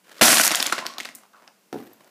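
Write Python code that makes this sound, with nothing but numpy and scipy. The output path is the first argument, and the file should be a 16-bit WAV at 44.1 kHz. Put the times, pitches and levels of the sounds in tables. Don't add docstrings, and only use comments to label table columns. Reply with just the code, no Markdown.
import sys
import numpy as np
from scipy import signal
from scipy.fft import rfft, irfft, next_fast_len
from scipy.io import wavfile
from scipy.ndimage import map_coordinates

SR = 44100
rng = np.random.default_rng(int(sys.argv[2]) if len(sys.argv) > 2 else 0)


def store_wav(level_fs):
    pcm = np.round(np.clip(np.atleast_2d(level_fs), -1, 1) * 32767)
    wavfile.write(sys.argv[1], SR, pcm.T.astype(np.int16))


N = 92610


def amp(db):
    return 10 ** (np.asarray(db) / 20)


def unit(x):
    return x / np.sqrt(np.mean(x ** 2) + 1e-20)


def along(points, hz):
    f, v = np.transpose(points)
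    return np.interp(np.log(hz + 1), np.log(f + 1), v)


def filtered(x, response):
    m = next_fast_len(N + SR // 2)
    return irfft(rfft(x, m) * response(np.fft.rfftfreq(m, 1 / SR)), m)[..., :N]


def lay(s, rows):
    at = np.round(s * SR).astype(int)[:, None] + np.arange(rows.shape[1])
    return np.bincount(at.ravel(), rows.ravel(), N + SR)[:N]


# frequency in Hz, relative level in dB.
CLICK_COLOUR = [(200, -35), (600, -3), (1000, -4), (2000, -1), (3900, 0), (7000, 0), (10400, 0),
                (13900, -5.5), (15500, -11)]
# mode frequency in Hz, width in Hz, relative level in dB.
BOARD_MODES = [(124.8, 60, -27), (232, 89, -0.5), (269, 58, 3.5), (386, 147, -6), (490, 93, -4.5),
               (686, 164, -1), (1034, 46, -1), (1423, 430, -4)]
WOOD_GAIN_DB, BOARD_GAIN_DB, TREBLE_GAIN_DB = 2.5, 13, 2.5
CRACK_T60, SNAP_T60 = 0.014, 0.002
SNAP_SHARE = 0.9
RING_CYCLES, RING_DB = 17, -6
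DULL_BELOW_HZ = 1800
TREBLE_HZ = 5640
PUSH_S = 0.00028


def clacks(s, db, board_db, treble_db, hz, size):
    t = np.arange(size) / SR
    decay = amp(-60 * t / CRACK_T60) + SNAP_SHARE * amp(-60 * t / SNAP_T60)
    crack = rng.standard_normal((len(s), size)) * decay
    crack = crack / np.abs(crack).max(axis=1, keepdims=True)
    pitch = hz[:, None]
    ring = np.sin(2 * np.pi * pitch * t) * amp(RING_DB - 60 * t * pitch / RING_CYCLES)
    hardness = np.clip(pitch / DULL_BELOW_HZ, 0, 1)

    wood = lay(s, amp(db + WOOD_GAIN_DB)[:, None] * (crack * hardness - ring))
    treble = lay(s, amp(treble_db + TREBLE_GAIN_DB)[:, None] * crack)
    low_pass = signal.butter(4, TREBLE_HZ, "low", fs=SR, output="sos")
    high_pass = signal.butter(4, TREBLE_HZ, "high", fs=SR, output="sos")
    click = signal.sosfilt(low_pass, wood) + signal.sosfilt(high_pass, treble)

    push = np.sign(crack[:, :1]) * np.sin(np.pi * np.clip(t / PUSH_S, 0, 1))
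    pushes = lay(s, amp(board_db + BOARD_GAIN_DB)[:, None] * push)
    return filtered(click, lambda f: amp(along(CLICK_COLOUR, f))) + resonate(pushes, BOARD_MODES)


def resonate(x, modes):
    def response(f):
        total = 0
        for k, (centre, width, db) in enumerate(modes):
            mode = 1j * f * width / (centre * centre - f * f + 1j * f * width)
            total = total + (-1) ** k * amp(db) * mode
        return total
    return filtered(x, response)


# time in seconds, then wood, board and treble level in dB before the grain offsets.
RATTLE_LEVELS = [(.212, -12, -12, -20), (.216, -9.5, -18, -11.5), (.26, -13.5, -19, -13.5),
                 (.41, -17.5, -30, -19), (.424, -26, -36, -24), (.446, -22, -44, -14),
                 (.49, -23, -34, -36.5), (.6, -29, -34.5, -34), (.676, -29, -41, -39),
                 (0.724, -40, -54, -43.5), (0.725, -20, -24, -37), (.744, -30, -43, -47.5),
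                 (.778, -35.5, -45, -46.5), (.784, -28.5, -34, -45.5), (.806, -35, -58, -51.5),
                 (.852, -48, -46, -62.5), (.862, -38, -39, -48.5), (.914, -45, -54, -57),
                 (.981, -56.5, -45, -71), (0.983, -36, -44, -48), (1.047, -46, -60.5, -59.5),
                 (1.053, -42, -46, -51.5), (1.09, -46, -50, -57), (1.148, -63.5, -60, -70),
                 (1.152, -60.5, -58, -48), (1.25, -77.5, -67, -73.5)]
# wood, board, treble, each in dB.
GRAIN_DB = [-3, -8, -1.5]
HEAP_PER_S, HEAP_SPREAD_DB = 4300, 2.5
HEAP_HZ = 2590


def heap():
    at, *levels = np.transpose(RATTLE_LEVELS)
    u, z = rng.random(6000), rng.standard_normal((6000, 3))
    s = at[0] + np.cumsum(-np.log(1 - u)) / HEAP_PER_S
    keep = s < at[-1]
    size_db = HEAP_SPREAD_DB * np.clip(z[:, 2], -2, 2)
    wood, low, high = [(np.interp(s, at, level) + offset + size_db)[keep]
                       for level, offset in zip(levels, GRAIN_DB)]
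    hz = np.clip(HEAP_HZ * np.exp(0.55 * z[:, 0]), 500, 12000)
    return clacks(s[keep], wood, low, high + 3 * z[keep, 1], hz[keep], size=500)


# start in seconds, wood, board and treble level in dB before the gains, ring pitch in Hz.
SINGLE_CLACKS = [(0.0814, -44, -44, -53, 1790), (0.113, -45.5, -38.5, -59, 1810),
                 (0.1194, -41, -63, -57, 1780), (0.1834, -26.5, -44, -36, 4960),
                 (0.2123, 1.5, -3.5, -8, 2730), (0.2202, 3.5, -5, -19, 2110), (0.257, -6, -22, 1, 950),
                 (0.275, -9, -37, -16, 1670), (0.2811, -1.5, -9, -21, 3770), (0.2905, -23, -17, -7, 6460),
                 (0.3186, -9, -12.5, -0.5, 3130), (0.329, -12, -8, 2.5, 2200), (0.3443, -21, -23, 2, 5660),
                 (0.3705, -4, -11, -19, 3120), (0.3831, -9, -27, 0, 1820), (0.3977, 0.5, -9, -21, 1490),
                 (0.4061, -15, -14.5, -5, 5400), (0.4117, -4.5, -31, -6, 2990),
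                 (0.4158, -28, -23, 0.5, 3210), (0.4345, -11, -35, -3.5, 1800),
                 (0.4376, -3.5, -37, -6, 4750), (0.4482, -16, -26, -11.5, 1400), (0.45, -13, -26, -1, 915),
                 (0.4562, -21, -46, -1, 4240), (0.4667, -8.5, -20.5, -3, 4210), (0.4773, 2, -36, 1.5, 6480),
                 (0.4782, -13, -42, -14.5, 6270), (0.5078, -5.5, -16, -19, 3800),
                 (0.5155, -6.5, -14.5, -9, 5580), (0.5204, -7, -26.5, -6, 2030),
                 (0.5387, -10, -25, -23.5, 1250), (0.5481, 0, -32, -11.5, 3260),
                 (0.556, -25, -28, 0.5, 6030), (0.5658, -17, -29, -17.5, 3740),
                 (0.572, -15, -32, -16, 1800), (0.574, -13, -30, -18, 3250),
                 (0.5907, -30, -30.5, -18, 1480), (0.5999, -7, -16.5, -17, 3600),
                 (0.6032, -5, -31.5, -24.5, 5080), (0.6267, -4, -23, -5.5, 3510),
                 (0.6578, -19, -30, -20, 1600), (0.663, -8.5, -30, -24.5, 3530),
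                 (0.667, -18, -49, -6.5, 6090), (0.6745, -15.5, -23.5, -28, 2170),
                 (0.6984, -15.5, -24, -34, 2600), (0.7228, -20, -19, -39, 2040),
                 (0.725, -2.5, -12, -13, 1410), (0.728, -18.5, -27, -18, 960),
                 (0.78, -29, -19.5, -32, 5473), (0.7819, -14.5, -20.5, -30, 2800),
                 (0.788, -13.5, -33, -27, 2000), (0.7905, -16.5, -23, -47, 1680),
                 (0.8024, -26, -35, -41.5, 2870), (0.8118, -29, -36, -35.5, 900),
                 (0.8256, -24.5, -26.5, -49, 970), (0.8538, -26, -23.5, -34, 1380),
                 (0.8612, -21, -39, -37, 1730), (0.8655, -9, -37, -24, 4300),
                 (0.8685, -43, -31, -40.5, 3620), (0.8876, -31, -42, -39, 900),
                 (0.9377, -25, -44, -41, 4100), (0.9831, -13.5, -28, -21, 4030),
                 (1.002, -14.5, -48, -29, 2120), (1.0066, -15, -33, -26.5, 2030),
                 (1.0325, -25, -49, -30, 2720), (1.0498, -19, -39, -27.5, 2720),
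                 (1.0539, -16.5, -57, -32.5, 1950), (1.0577, -24.5, -31.5, -38, 1560),
                 (1.0614, -36, -59, -47, 2500), (1.0891, -22.5, -34.5, -33.5, 2020),
                 (1.1509, -45, -52, -24, 6480), (1.1553, -51, -65, -27.5, 4690),
                 (1.184, -51, -49.5, -37, 5930), (1.1878, -53, -47.5, -43.5, 6000),
                 (1.2347, -36.5, -55.5, -56.5, 1200), (1.2626, -45, -64.5, -64, 993),
                 (1.3335, -47.5, -66, -55, 3580), (1.3585, -48.5, -59.5, -60, 1440),
                 (1.3663, -40.5, -51, -57.5, 1080), (1.4226, -46.5, -41.5, -48.5, 4500),
                 (1.4404, -46.5, -56, -53.5, 920), (1.4481, -50, -53, -55, 1120),
                 (1.4773, -25, -48.5, -48.5, 4960), (1.4843, -43, -45, -56, 1310),
                 (1.7278, -21.5, -68.5, -34.5, 1370), (1.7417, -31, -74, -52.5, 1448),
                 (1.8668, -44, -70.5, -58.5, 3600), (1.9347, -50, -68.5, -48, 4520),
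                 (2.045, -42, -71, -45.5, 661)]


def single_clacks():
    return clacks(*np.transpose(SINGLE_CLACKS), size=900)


# start in seconds, push level in dB before a fixed lift, contact in seconds.
HEAVY_BLOWS = [(0.2123, -5, 0.0049), (0.2234, -4.5, 0.00087), (1.006, -35.5, 0.0032),
               (1.154, -42.5, 0.0043), (1.7270, -16, 0.0011), (1.7418, -16.5, 0.0012),
               (1.7554, -17, 0.0015), (1.7629, -19.5, 0.00077), (1.7729, -26.5, 0.0028),
               (1.7885, -36, 0.0017), (1.797, -28.5, 0.0036), (1.8150, -41, 0.0029), (1.846, -45.5, 0.0019),
               (1.857, -47, 0.0024), (1.882, -44, 0.00095), (1.912, -43, 0.0014), (1.9500, -53, 0.0022),
               (2.006, -56, .003), (2.0530, -47, 0.0013)]
# mode frequency in Hz, width in Hz, relative level in dB.
THUD_MODES = [(112, 49, -13.5), (215.6, 36, -2.5), (251, 44, 0.5), (367, 140, -1), (513, 140, -5.5),
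              (765, 80, -3.5), (1010, 73, -10.5), (1430, 200, -15)]


def thuds():
    s, db, contact = np.transpose(HEAVY_BLOWS)
    t = np.arange(300) / SR
    push = np.sin(np.pi * np.clip(t / contact[:, None], 0, 1)) ** 2
    return resonate(lay(s, -amp(db + 7.5)[:, None] * push), THUD_MODES)


# time in seconds, rms level in dB.
SLIDE_LEVELS = [
    [(0.04, -63), (0.086, -53), (0.204, -45), (0.208, -56), (0.212, -22)],
    [(1.2, -69.5), (1.23, -61.5), (1.328, -70), (1.334, -61), (1.444, -54.5), (1.47, -64.5), (1.478, -50),
     (1.56, -90)],
    [(1.73, -42), (1.778, -47.5), (2.0, -62), (2.008, -57.5), (2.1, -58)],
]
# frequency in Hz, relative level in dB per Hz.
RUB_IN = [(71, -44.5), (120, -17.5), (380, -7), (592, -5.5), (655, -20), (710, -13.5), (1590, -7.5),
          (15000, -25.5)]
RUB_MID = [(71, -50), (120, -16), (243, -9.5), (403, -15), (484, -7), (961, -3.5), (4650, -23.5),
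           (15000, -48)]
RUB_OUT = [(47, -48.5), (80, -21), (250, -9), (815, -4), (1160, -8.5), (1640, -10.5), (6390, -23.5),
           (12600, -24.5), (15000, -22)]


def slides():
    t = np.arange(N) / SR
    grain = amp(4.3 * map_coordinates(rng.standard_normal(N // 100), [t * 250]))
    total = np.zeros(N)
    for curve, colour in zip(SLIDE_LEVELS, (RUB_IN, RUB_MID, RUB_OUT)):
        noise = filtered(rng.standard_normal(N), lambda f: amp(along(colour, f)))
        s, db = np.transpose(curve)
        total += amp(np.interp(t, s, db, left=-150, right=-150)) * unit(grain * noise)
    return total


# start in seconds, level in dB before a fixed lift, pitch in Hz.
METAL_PINGS = [(0.8663, -39, 13120), (0.871, -48.5, 13180), (0.9836, -41.5, 13320), (1.0068, -55.5, 14800),
               (1.0517, -55.5, 13200), (1.151, -41.5, 14040), (1.1566, -56, 14000), (1.176, -60.5, 14100),
               (1.19, -63.5, 14040), (1.773, -60, 12430), (1.799, -56, 12330), (1.834, -55, 12100),
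               (1.859, -56.5, 12800), (1.932, -48, 12540), (1.96, -63.5, 12270)]
PING_T60, PING_WAVER_HZ = 0.035, 220


def pings():
    s, db, hz = np.transpose(METAL_PINGS)
    t = np.arange(3000) / SR
    rate = PING_WAVER_HZ * (0.5 + rng.random((len(s), 1)))
    waver = 1 + 0.6 * np.cos(2 * np.pi * rate * t)
    decay = amp(db[:, None] + 3 - 60 * t / PING_T60)
    return lay(s, decay * waver * np.sin(2 * np.pi * hz[:, None] * t))


# time in seconds, level in dB, pitch in Hz.
ROLL_CURVES = [
    [(.79, -60, 1061), (.81, -45, 1057), (.88, -42, 1059), (.93, -52, 1086), (.975, -50, 1126),
     (.99, -70, 1090)],
    [(1.331, -79, 1350), (1.336, -55, 1326), (1.371, -55, 1206), (1.401, -61, 1100), (1.441, -67, 957),
     (1.5, -61, 903), (1.529, -73.5, 893)],
]
ROLL_WIDTH_HZ = [70, 300]


def roll(rows, width_hz):
    s, db, hz = np.transpose(rows)
    t = np.arange(N) / SR
    turn = 2 * np.pi * np.cumsum(np.interp(t, s, hz)) / SR
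    hum = fuzz(width_hz) * np.sin(turn) + fuzz(width_hz) * np.cos(turn)
    return amp(np.interp(t, s, db, -150, -150)) * hum


def fuzz(width_hz):
    return unit(filtered(rng.standard_normal(N), lambda f: 1 / (1 + (f / width_hz) ** 4)))


# frequency in Hz, seconds to fall 60 dB.
ROOM_T60 = [(200, 0.57), (1500, 0.44), (5000, 0.37), (14000, 0.26)]
ROOM_DB = -10.5


def room(x):
    hz, t, z = signal.stft(rng.standard_normal(SR // 2), SR, nperseg=256)
    fading = z * amp(-60 * t / along(ROOM_T60, hz)[:, None])
    tail = signal.istft(fading, SR, nperseg=256)[1]
    late = np.pad(x, (150, 0))
    return signal.fftconvolve(late, tail / np.linalg.norm(tail))[:N]


# frequency in Hz, relative level in dB per Hz.
AIR_COLOUR = [(35, -85), (60, -45.5), (215, -4.5), (242, -15), (443, -15), (613, -17), (673, -18.5),
              (2310, -22), (2780, -22), (3840, -26.5), (4520, -23.5), (15500, -29)]
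AIR_DB = -62.5


def air():
    return amp(AIR_DB) * unit(filtered(rng.standard_normal(N), lambda f: amp(along(AIR_COLOUR, f))))


def scene():
    rolls = sum(map(roll, ROLL_CURVES, ROLL_WIDTH_HZ))
    near = heap() + single_clacks() + thuds() + pings() + rolls
    return (near + amp(ROOM_DB) * room(near) + slides() + air())[None]


LOW_CUT_HZ, TOP_HZ = 81, 15450
CLIP_AT = 0.74


def record(dry):
    x = filtered(dry, lambda f: (1j * f / (LOW_CUT_HZ + 1j * f)) ** 3)
    x = x / (1 + np.abs(x / CLIP_AT) ** 6) ** (1 / 6)
    return filtered(x, lambda hz: hz < TOP_HZ)


dry = scene()
out = record(dry)
store_wav(out)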